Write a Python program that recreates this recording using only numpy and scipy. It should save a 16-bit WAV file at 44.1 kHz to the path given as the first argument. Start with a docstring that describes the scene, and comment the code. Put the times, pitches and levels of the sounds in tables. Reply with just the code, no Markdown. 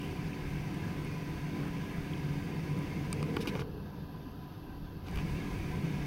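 """Far traffic over a garden

Distant traffic drones as shaped noise and a wandering engine tone, with a low moan and a light breeze.
The hand-held camera whirs faintly: noise through the resonances of its housing, with a hum and hiss.
Close to the microphone a button clicks and a finger knocks and rubs on the case: ringing modes and noise.
While the zoom lever is held the sound turns duller and quieter and a thin motor hiss shows.
A small bird chips faintly in short gliding sines; a few faint dry ticks are perhaps twigs or birds.
"""
import sys
import numpy as np
from scipy import signal
from scipy.fft import rfft, irfft
from scipy.io import wavfile
from scipy.ndimage import uniform_filter1d

SR = 44100
rng = np.random.default_rng(int(sys.argv[2]) if len(sys.argv) > 2 else 0)


def dump(signal):
    """Clip the signal to [-1, 1] and save it as 16-bit WAV at the path in sys.argv[1]."""
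    limited = np.clip(np.atleast_2d(signal).T, -1, 1)
    pcm = np.round(limited * 32767).astype(np.int16)
    wavfile.write(sys.argv[1], SR, pcm)


N = 267246
TIME, HZ = np.arange(N) / SR, np.fft.rfftfreq(N, 1 / SR)

# zoom lever held: t/s, amount (0-1)
ZOOM_HELD = [(3.605, 0.1), (3.628, 0.8), (3.65, 1), (5.03, 1), (5.09, .5), (5.2, 0)]


def amp(db):
    """Decibels to gain."""
    return 10 ** (np.asarray(db) / 20)


def unit(x):
    """Scales to rms 1."""
    return x / np.sqrt(np.mean(x ** 2) + 1e-20)


def curve(rows):
    """Joins (s, value) rows by straight lines."""
    return np.interp(TIME, *np.transpose(rows))


def arch(s, length):
    """A smooth rise and fall, 0-1, with its top at time s."""
    return np.cos(np.pi * np.clip((TIME - s) / length, -.5, .5)) ** 2


def colour(points):
    """Gain over frequency from (Hz, dB) points, joined on a log frequency axis."""
    hz, db = np.transpose(points)
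    return amp(np.interp(np.log(HZ + 1), np.log(hz + 1), db))


def noise(gain):
    """Noise of rms 1 with the given gain over frequency."""
    real, imag = rng.standard_normal((2, len(HZ)))
    return unit(irfft((real + 1j * imag) * gain, N))


def drift(rate):
    """Slow chance of rms 1, up to about rate changes a second."""
    return noise(np.exp(-(HZ / rate) ** 2))


def narrow(hz, width):
    """A narrow band of noise of rms 1 whose centre follows hz."""
    slow_noise = noise(1 / (1 + (1.3 * HZ / width) ** 2))
    carrier = np.cos(2 * np.pi * np.cumsum(hz) / SR)
    return unit(slow_noise * carrier)


def band(x, hz, octaves, skirt_db):
    """Keeps a bell-shaped band around hz, over a weak broad skirt; rms 1."""
    f = np.fft.rfftfreq(len(x), 1 / SR) + 1  # +1 avoids log of zero
    bell = np.exp(-.5 * (np.log2(f / hz) / octaves) ** 2)
    skirt = amp(skirt_db) * f / (f + hz) / np.sqrt(1 + (f / (4 * hz)) ** 4)
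    return unit(irfft(rfft(x) * (bell + skirt), len(x)))


def add(mix, s, sound):
    """Mixes a sound in at time s."""
    part = mix[round(s * SR):][:len(sound)]
    part += sound[:len(part)]


def traffic():
    """Dull far tyre rumble, narrow drones and one wandering engine, swelling together."""
    # rumble colour: f/Hz, relative level/dB
    rumble_colour = [(20, -27), (45, -20), (70, -12.5), (92, -6), (120, -10), (175, -5), (220, -11.5),
                     (320, -16.5), (410, -20.5), (490, -18.5), (530, -27.5), (800, -29), (1200, -38),
                     (6000, -62)]
    # engine drones, before the common swell: f/Hz, width/Hz, level/dB rms
    drone_rows = [(143.5, 8.3, -47), (162.4, 16, -43.8), (197, 8, -49), (240, 11, -57), (283.8, 9, -51),
                  (321.6, 13.7, -52.5), (361, 12.5, -57.5), (543, 9, -66.5)]
    # common slow swell: t/s, gain/dB
    level_rows = [(0, -0.3), (1.2, -0.8), (2.3, 0.5), (3.1, 0.7), (4.8, -2), (5.1, -1.2), (5.3, .3),
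                  (6.06, 0)]
    # brief surges: t/s at the top, length/s, lift/dB
    surge_rows = [(1.607, 0.25, 4), (3.2, .25, 2), (3.78, 0.28, 1.5), (5.326, .25, 1.5), (6.0, 0.26, 1)]

    rumble = amp(-41 + 0.94 * drift(2.8)) * noise(colour(rumble_colour))

    bells = [amp(db) * unit(1 / (1 + (1.3 * (HZ - hz) / width) ** 2)) for hz, width, db in drone_rows]
    power = sum(bell ** 2 for bell in bells)
    drones = np.sqrt(power.mean()) * noise(np.sqrt(power))

    # nearest engine: its pitch wanders, and the octave above goes with it
    engine_hz, wander_share, flutter_db = 143.55, .012, 2
    pitch_db, octave_db = -44.5, -55
    turn = 2 * np.pi * np.cumsum(engine_hz * (1 + wander_share * drift(7.99))) / SR
    engine = np.zeros(N)
    for k, db in enumerate([pitch_db, octave_db], 1):
        engine += amp(db + flutter_db * drift(9)) * unit(np.sin(k * turn))

    surges_db = sum(db * arch(s, length) for s, length, db in surge_rows)
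    return (rumble + drones + engine) * amp(curve(level_rows) + surges_db)


def swells():
    """Single narrow bands of the far rumble rise and sink for a moment."""
    # t/s at the top, length/s, level/dB rms at the top, f/Hz
    swell_rows = [(4.29, 0.18, -44.5, 260), (4.39, .14, -44, 255), (4.68, .24, -42, 295),
                  (4.72, 0.28, -55.5, 775), (3.68, 0.57, -44.5, 95)]
    width_hz = 45
    out = np.zeros(N)
    for s, length, db, hz in swell_rows:
        out += amp(db) * arch(s, length) * narrow(np.full(N, hz), width_hz)
    return out


def moan():
    """A breathy low tone, a narrow band of noise, swells, then sinks in pitch as it fades."""
    # t/s, f/Hz, level/dB rms
    moan_path = [(2.5, 470, -59), (3.1, 470, -54), (3.3, 455.2, -48.5), (3.52, 455.5, -44.5),
                 (3.66, 430, -47.5), (3.82, 422, -47), (3.95, 420, -55), (4.3, 422, -72)]
    width_hz = 55
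    s, hz, db = np.transpose(moan_path)
    level = amp(np.interp(TIME, s, db, left=-100))
    return level * narrow(np.interp(TIME, s, hz), width_hz)


def contacts(rows, modes, snap_db, top_hz):
    """Each contact snaps and rings one set of modes; a harder one sounds brighter."""
    snap_t60_s, rise_s = 0.0085, 0.00025
    # hardness tilts the spectrum about the pivot; the tilt flattens out below the knee
    pivot_hz, knee_hz = 2400, 1200
    out, t = np.zeros(N), np.arange(2048) / SR
    f = np.fft.rfftfreq(len(t), 1 / SR)
    octaves = np.log2(np.hypot(f, knee_hz) / pivot_hz)
    top = 1 / np.sqrt(1 + (f / top_hz) ** 10)  # steep low-pass
    for s, db, hardness in rows:
        ring = np.zeros(len(t))
        for hz, mode_db, t60 in modes:
            ring += amp(mode_db - 60 * t / t60) * np.sin(2 * np.pi * (hz * t + rng.random()))
        snap = amp(snap_db - 60 * t / snap_t60_s) * rng.standard_normal(len(t))
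        contact = (ring + snap) * (1 - np.exp(-t / rise_s))
        tick = irfft(rfft(contact) * top * amp(hardness * octaves))[:len(t) // 2]
        # the whole energy counts as if spread over 1.9 ms
        add(out, s, amp(db) * tick / np.sqrt(np.sum(tick ** 2) / (0.0019 * SR)))
    return out


def clicks_and_knocks():
    """Bright clicks and faint ticks ring high; the case rings duller under finger and lever."""
    # bright clicks: a small button, and three faint dry ticks earlier, perhaps twigs or birds;
    # one more faint tick comes late: t/s, level/dB rms over 1.9 ms, hardness/dB per octave
    bright_rows = [(.7444, -55.5, 9), (1.0474, -53, 10), (2.7894, -55, 8), (3.1284, -30.8, 1.5),
                   (3.2281, -35, -5.5), (5.1125, -53.5, 4)]
    # the high ring they all share: f/Hz, relative level/dB, t60/s
    bright_modes = [(1210, -7, 0.021), (2410, -5, .014), (3050, -12, .012), (3750, -14, .01),
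                    (4780, -2, 0.0081), (5430, -8, .007), (7100, -12, .008), (8200, -3, .007),
                    (8665, -2, 0.0082), (9900, -6, .006), (11900, -12, .006)]
    # knocks on the case: t/s, level/dB rms over 1.9 ms, hardness/dB per octave
    knock_rows = [(3.3660, -36, 5), (3.3676, -26.5, -1.5), (3.4728, -34, 6.5), (3.4776, -40, 4),
                  (3.4828, -38.5, 5), (3.5522, -34.5, 0), (3.5615, -44, 5), (3.5735, -47, -2),
                  (3.5933, -36, -3), (3.6045, -45, 1), (3.6185, -36.5, -2), (3.6208, -42, 0),
                  (5.0844, -43, 5), (5.1577, -41.5, 7), (5.1736, -39.5, 5), (5.1872, -39.5, 0),
                  (5.1965, -45, -1)]
    # what the case rings with: f/Hz, relative level/dB, t60/s
    case_modes = [(300, -4, .025), (484, -6, .03), (853, -3, 0.031), (1143, -1.5, 0.029), (1427, -2, .026),
                  (1750, -10, .016), (2380, 2.5, 0.019), (2930, 1, .015), (3250, -4, 0.013),
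                  (3680, -8, .013), (4680, -7, .011), (5450, -18, .009)]
    bright = contacts(bright_rows, bright_modes, snap_db=-6, top_hz=12000)
    knocks = contacts(knock_rows, case_modes, snap_db=-11, top_hz=14000)
    return bright + knocks


def hand():
    """Short dull thumps of the hand on the body over the low creak of a shifting grip."""
    # grip creak: t/s, level/dB rms
    grip_level = [(2.4, -61), (3.13, -49), (3.22, -44), (3.38, -45), (3.5, -45.5), (3.62, -50), (3.8, -55),
                  (4.1, -70)]
    # creak colour: f/Hz, relative level/dB
    grip_colour = [(80, -30), (200, 0.5), (300, -2), (370, -7), (440, -3), (490, -0.5), (530, -7),
                   (590, -15), (1200, -35), (5000, -70)]
    # thumps: t/s at the start, level/dB rms at the top, centre f/Hz
    thump_rows = [(3.205, -38, 240), (3.226, -33, 240), (3.364, -32, 300), (3.393, -30.5, 150),
                  (3.437, -40, 400), (3.471, -34.5, 310), (3.553, -38, 400), (3.575, -36, 100),
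                  (3.591, -36.5, 270)]
    rise_s = 0.0039
    out = amp(curve(grip_level)) * noise(colour(grip_colour))
    t = np.arange(2048) / SR
    push = t / rise_s * np.exp(1 - t / rise_s)  # peaks at 1
    for s, db, hz in thump_rows:
        thud = push * band(rng.standard_normal(len(t)), hz, octaves=0.41, skirt_db=-35)
        add(out, s, amp(db) * unit(thud) * np.sqrt(np.mean(push ** 2)))
    return out


def scrapes():
    """The dry fingertip catches in many tiny slips, which ring the case and fizz above it."""
    # strokes: t/s, length/s, level/dB rms, rasp/dB and fizz/dB against the body
    scrape_rows = [(3.404, 0.037, -48, -12, -10), (3.473, 0.029, -44, -23, -17), (3.56, .02, -60, 3, -18),
                   (3.593, .031, -52.5, -8, -13)]
    # colours of the three layers: f/Hz, relative level/dB
    body_colour = [(500, -23), (2000, -15), (2450, 2), (2680, -4), (2870, 0), (3250, -8), (3550, -5),
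                   (3780, 2), (4150, -12), (4500, -8), (5200, -10), (6400, -21), (7500, -30), (16000, -50)]
    rasp_colour = [(3500, -35), (4900, -7), (5500, 0), (6000, -5), (6900, -25), (9000, -45)]
    fizz_colour = [(4000, -30), (7500, -5), (9200, 2), (12000, 0), (14300, -1), (15200, -10)]
    slips_per_s, spread_db = 1800, 2
    slide = 0.56  # smooth sliding noise, against slips of rms 1
    slip_now = rng.random(N) < slips_per_s / SR
    slips = slip_now * rng.choice([-1, 1], N) * amp(spread_db * rng.standard_normal(N))
    drive = rfft(unit(slips) + slide * rng.standard_normal(N))
    colours = (body_colour, rasp_colour, fizz_colour)
    layers = np.array([unit(irfft(drive * colour(points), N)) for points in colours])
    out = np.zeros(N)
    for s, length, db, rasp_db, fizz_db in scrape_rows:
        u = np.linspace(0, 1, int(length * SR))
        grains = amp([0, rasp_db, fizz_db]) @ layers[:, round(s * SR):][:, :len(u)]
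        stroke = u ** .4 * (1 - u) ** 0.77
        add(out, s, amp(db) * unit(stroke * grains))
    return out


def rubs():
    """Skin sticks and slips softly: uneven grains under a stroke that starts fast and fades."""
    # t/s, length/s, level/dB rms, centre f/Hz, width/octaves
    rub_rows = [(0, .14, -56.5, 2900, .1), (.83, .1, -59, 1650, .08), (1.62, .1, -55.5, 1400, .5),
                (1.672, .028, -52, 1380, .2), (3.452, .016, -48, 1200, .25), (3.556, .03, -52, 900, .5),
                (5.062, .04, -56, 2200, 1), (5.168, .03, -55.5, 1200, .4)]
    out = np.zeros(N)
    for s, length, db, hz, octaves in rub_rows:
        u = np.linspace(0, 1, int(length * SR))
        slips = (rng.standard_normal(N) * amp(3.7 * drift(300)))[:len(u)]
        stroke = unit(u ** 0.37 * (1 - u) ** 0.87)
        add(out, s, amp(db) * stroke * band(slips, hz, octaves, skirt_db=-22))
    return out


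def patchy(x):
    """Lets small patches of time and frequency swell and fade."""
    depth_db, patch_s, patch_hz = 1.6, .09, 130
    size, hop = 1024, 256
    z = signal.stft(x, nperseg=size, noverlap=size - hop)[2]
    field = rng.standard_normal(z.shape)
    field = uniform_filter1d(field, max(1, round(patch_hz * size / SR)), axis=0)
    field = uniform_filter1d(field, max(1, round(patch_s * SR / hop)), axis=1)
    wavering = z * amp(depth_db * unit(field))
    return unit(signal.istft(wavering, nperseg=size, noverlap=size - hop)[1][:N])


def camera():
    """A fine whir rings the housing, with a thin hum and the microphone's hiss."""
    # whir colour ahead of the housing: f/Hz, relative level/dB
    whir_colour = [(300, -10), (700, -2), (1130, -7), (1450, -6), (2000, -4), (2550, -1.5), (3000, -7),
                   (4000, -14), (4800, -12), (6400, -17), (7700, -28), (8700, -22), (11000, -35),
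                   (16000, -40)]
    # resonances of the housing: f/Hz, width/Hz, lift/dB
    housing_modes = [(717, 31, 7), (754.4, 35, 8), (913, 30, 6), (999.3, 69, 15.5), (1060, 13, 4.5),
                     (1220, 60, 5.5), (1285, 35, 2.5), (1440, 50, 2), (1558, 56, 9.5), (1656, 53, 9),
                     (1727, 30, 4), (1865, 32, 2.5), (1960, 45, 5.5), (2025, 35, 4), (2145, 58, 7.5),
                     (2230, 35, 5), (2330, 32, 5), (2430, 40, 2), (2550, 40, 2), (2660, 60, 2.5),
                     (2874, 30, 0.5), (3080, 80, 2), (3283, 35, 3), (3624, 88, 5), (3720, 50, 2.5),
                     (4470, 200, 4), (4770, 200, 2.5), (5970, 90, 3), (6260, 130, 4)]
    # steady tones: f/Hz, level/dB rms ahead of a slight flutter
    hum_rows = [(399.6, -56), (1001, -70.5)]
    # microphone hiss colour: f/Hz, relative level/dB
    hiss_colour = [(1000, -2), (7700, -3), (10000, -1), (14400, 0.5), (14850, -5), (15000, -19),
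                   (15150, -7), (15500, 1), (16000, 0)]
    lift_db = sum(db / (1 + (2 * (HZ - hz) / width) ** 2) for hz, width, db in housing_modes)
    whir = amp(-48.9 + 0.44 * drift(25)) * patchy(noise(colour(whir_colour) * amp(lift_db)))
    hum = np.zeros(N)
    for hz, db in hum_rows:
        tone = np.sin(2 * np.pi * hz * TIME + .2 * drift(2.8))
        hum += amp(db + 1.2 * drift(3.5)) * unit(tone)
    hiss = amp(-63) * noise(colour(hiss_colour))
    return whir + hum + hiss


def zoom_motor(hz=11600, width=700, db=-70):
    """A thin high band of motor hiss while the lens travels."""
    return amp(db) * curve(ZOOM_HELD) * noise(1 / (1 + ((HZ - hz) / width * 1.4) ** 2))


def air():
    """A fluttering breeze buffets the microphone as low noise, with a few soft gusts."""
    # gusts: t/s at the top, length/s, level/dB rms at the top, on top of the breeze
    gust_rows = [(.5, 0.18, -43), (2.02, .15, -48), (4.84, 0.17, -46), (5.158, .14, -41.5),
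                 (5.32, 0.17, -39), (5.6, 0.58, -44), (6.02, .25, -48)]
    # buffeting colour: f/Hz, relative level/dB
    buffet_colour = [(10, -12), (28, 1), (60, 0.5), (85, -4), (130, -17), (400, -51)]
    breeze_db, flutter_db, flutters_per_s = -51.5, 2.5, 5.5
    breeze = amp(breeze_db + flutter_db * drift(flutters_per_s))
    gusts = sum(amp(db) * arch(s, length) for s, length, db in gust_rows)
    return (breeze + gusts) * noise(colour(buffet_colour))


def bird():
    """A small bird chips in very short gliding whistles."""
    # t/s, length/s, start f/Hz, end f/Hz, peak level/dB
    chip_rows = [(.3305, .005, 2450, 2650, -40), (1.378, 0.0046, 3500, 3150, -49),
                 (2.1342, .0042, 3550, 2850, -39.5)]
    out = np.zeros(N)
    for s, length, start_hz, end_hz, db in chip_rows:
        hz = np.linspace(start_hz, end_hz, int(length * SR))
        whistle = np.sin(2 * np.pi * np.cumsum(hz) / SR)
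        add(out, s, amp(db) * np.hanning(len(hz)) * whistle)
    return out


def scene():
    """Everything meets at one microphone."""
    far = traffic() + swells() + moan()
    close = clicks_and_knocks() + hand() + scrapes() + rubs()
    mix = far + close + camera() + zoom_motor() + air() + bird()
    return mix[None]


def record(dry):
    """A muffling filter fades in while the zoom lever is held; then the band limit."""
    # muffling while the lens travels: f/Hz, gain/dB
    muffle_colour = [(60, -3), (100, -1.5), (150, -7.5), (260, -6), (350, -7.5), (450, -5), (700, -5),
                     (1300, -4.5), (1700, -9.5), (2270, -21.5), (2650, -10.5), (4200, -6), (6500, -13),
                     (8700, -17), (11500, -5)]
    edge_hz = 15830
    held = np.clip(curve(ZOOM_HELD), 0, 1)
    muffled = irfft(rfft(dry) * colour(muffle_colour), N)
    sound = (1 - held) * dry + held * muffled
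    low_pass = signal.firwin(1023, edge_hz, window=("kaiser", 9), fs=SR)
    return signal.oaconvolve(sound, low_pass[None], "same")


dry = scene()
out = record(dry)
dump(out)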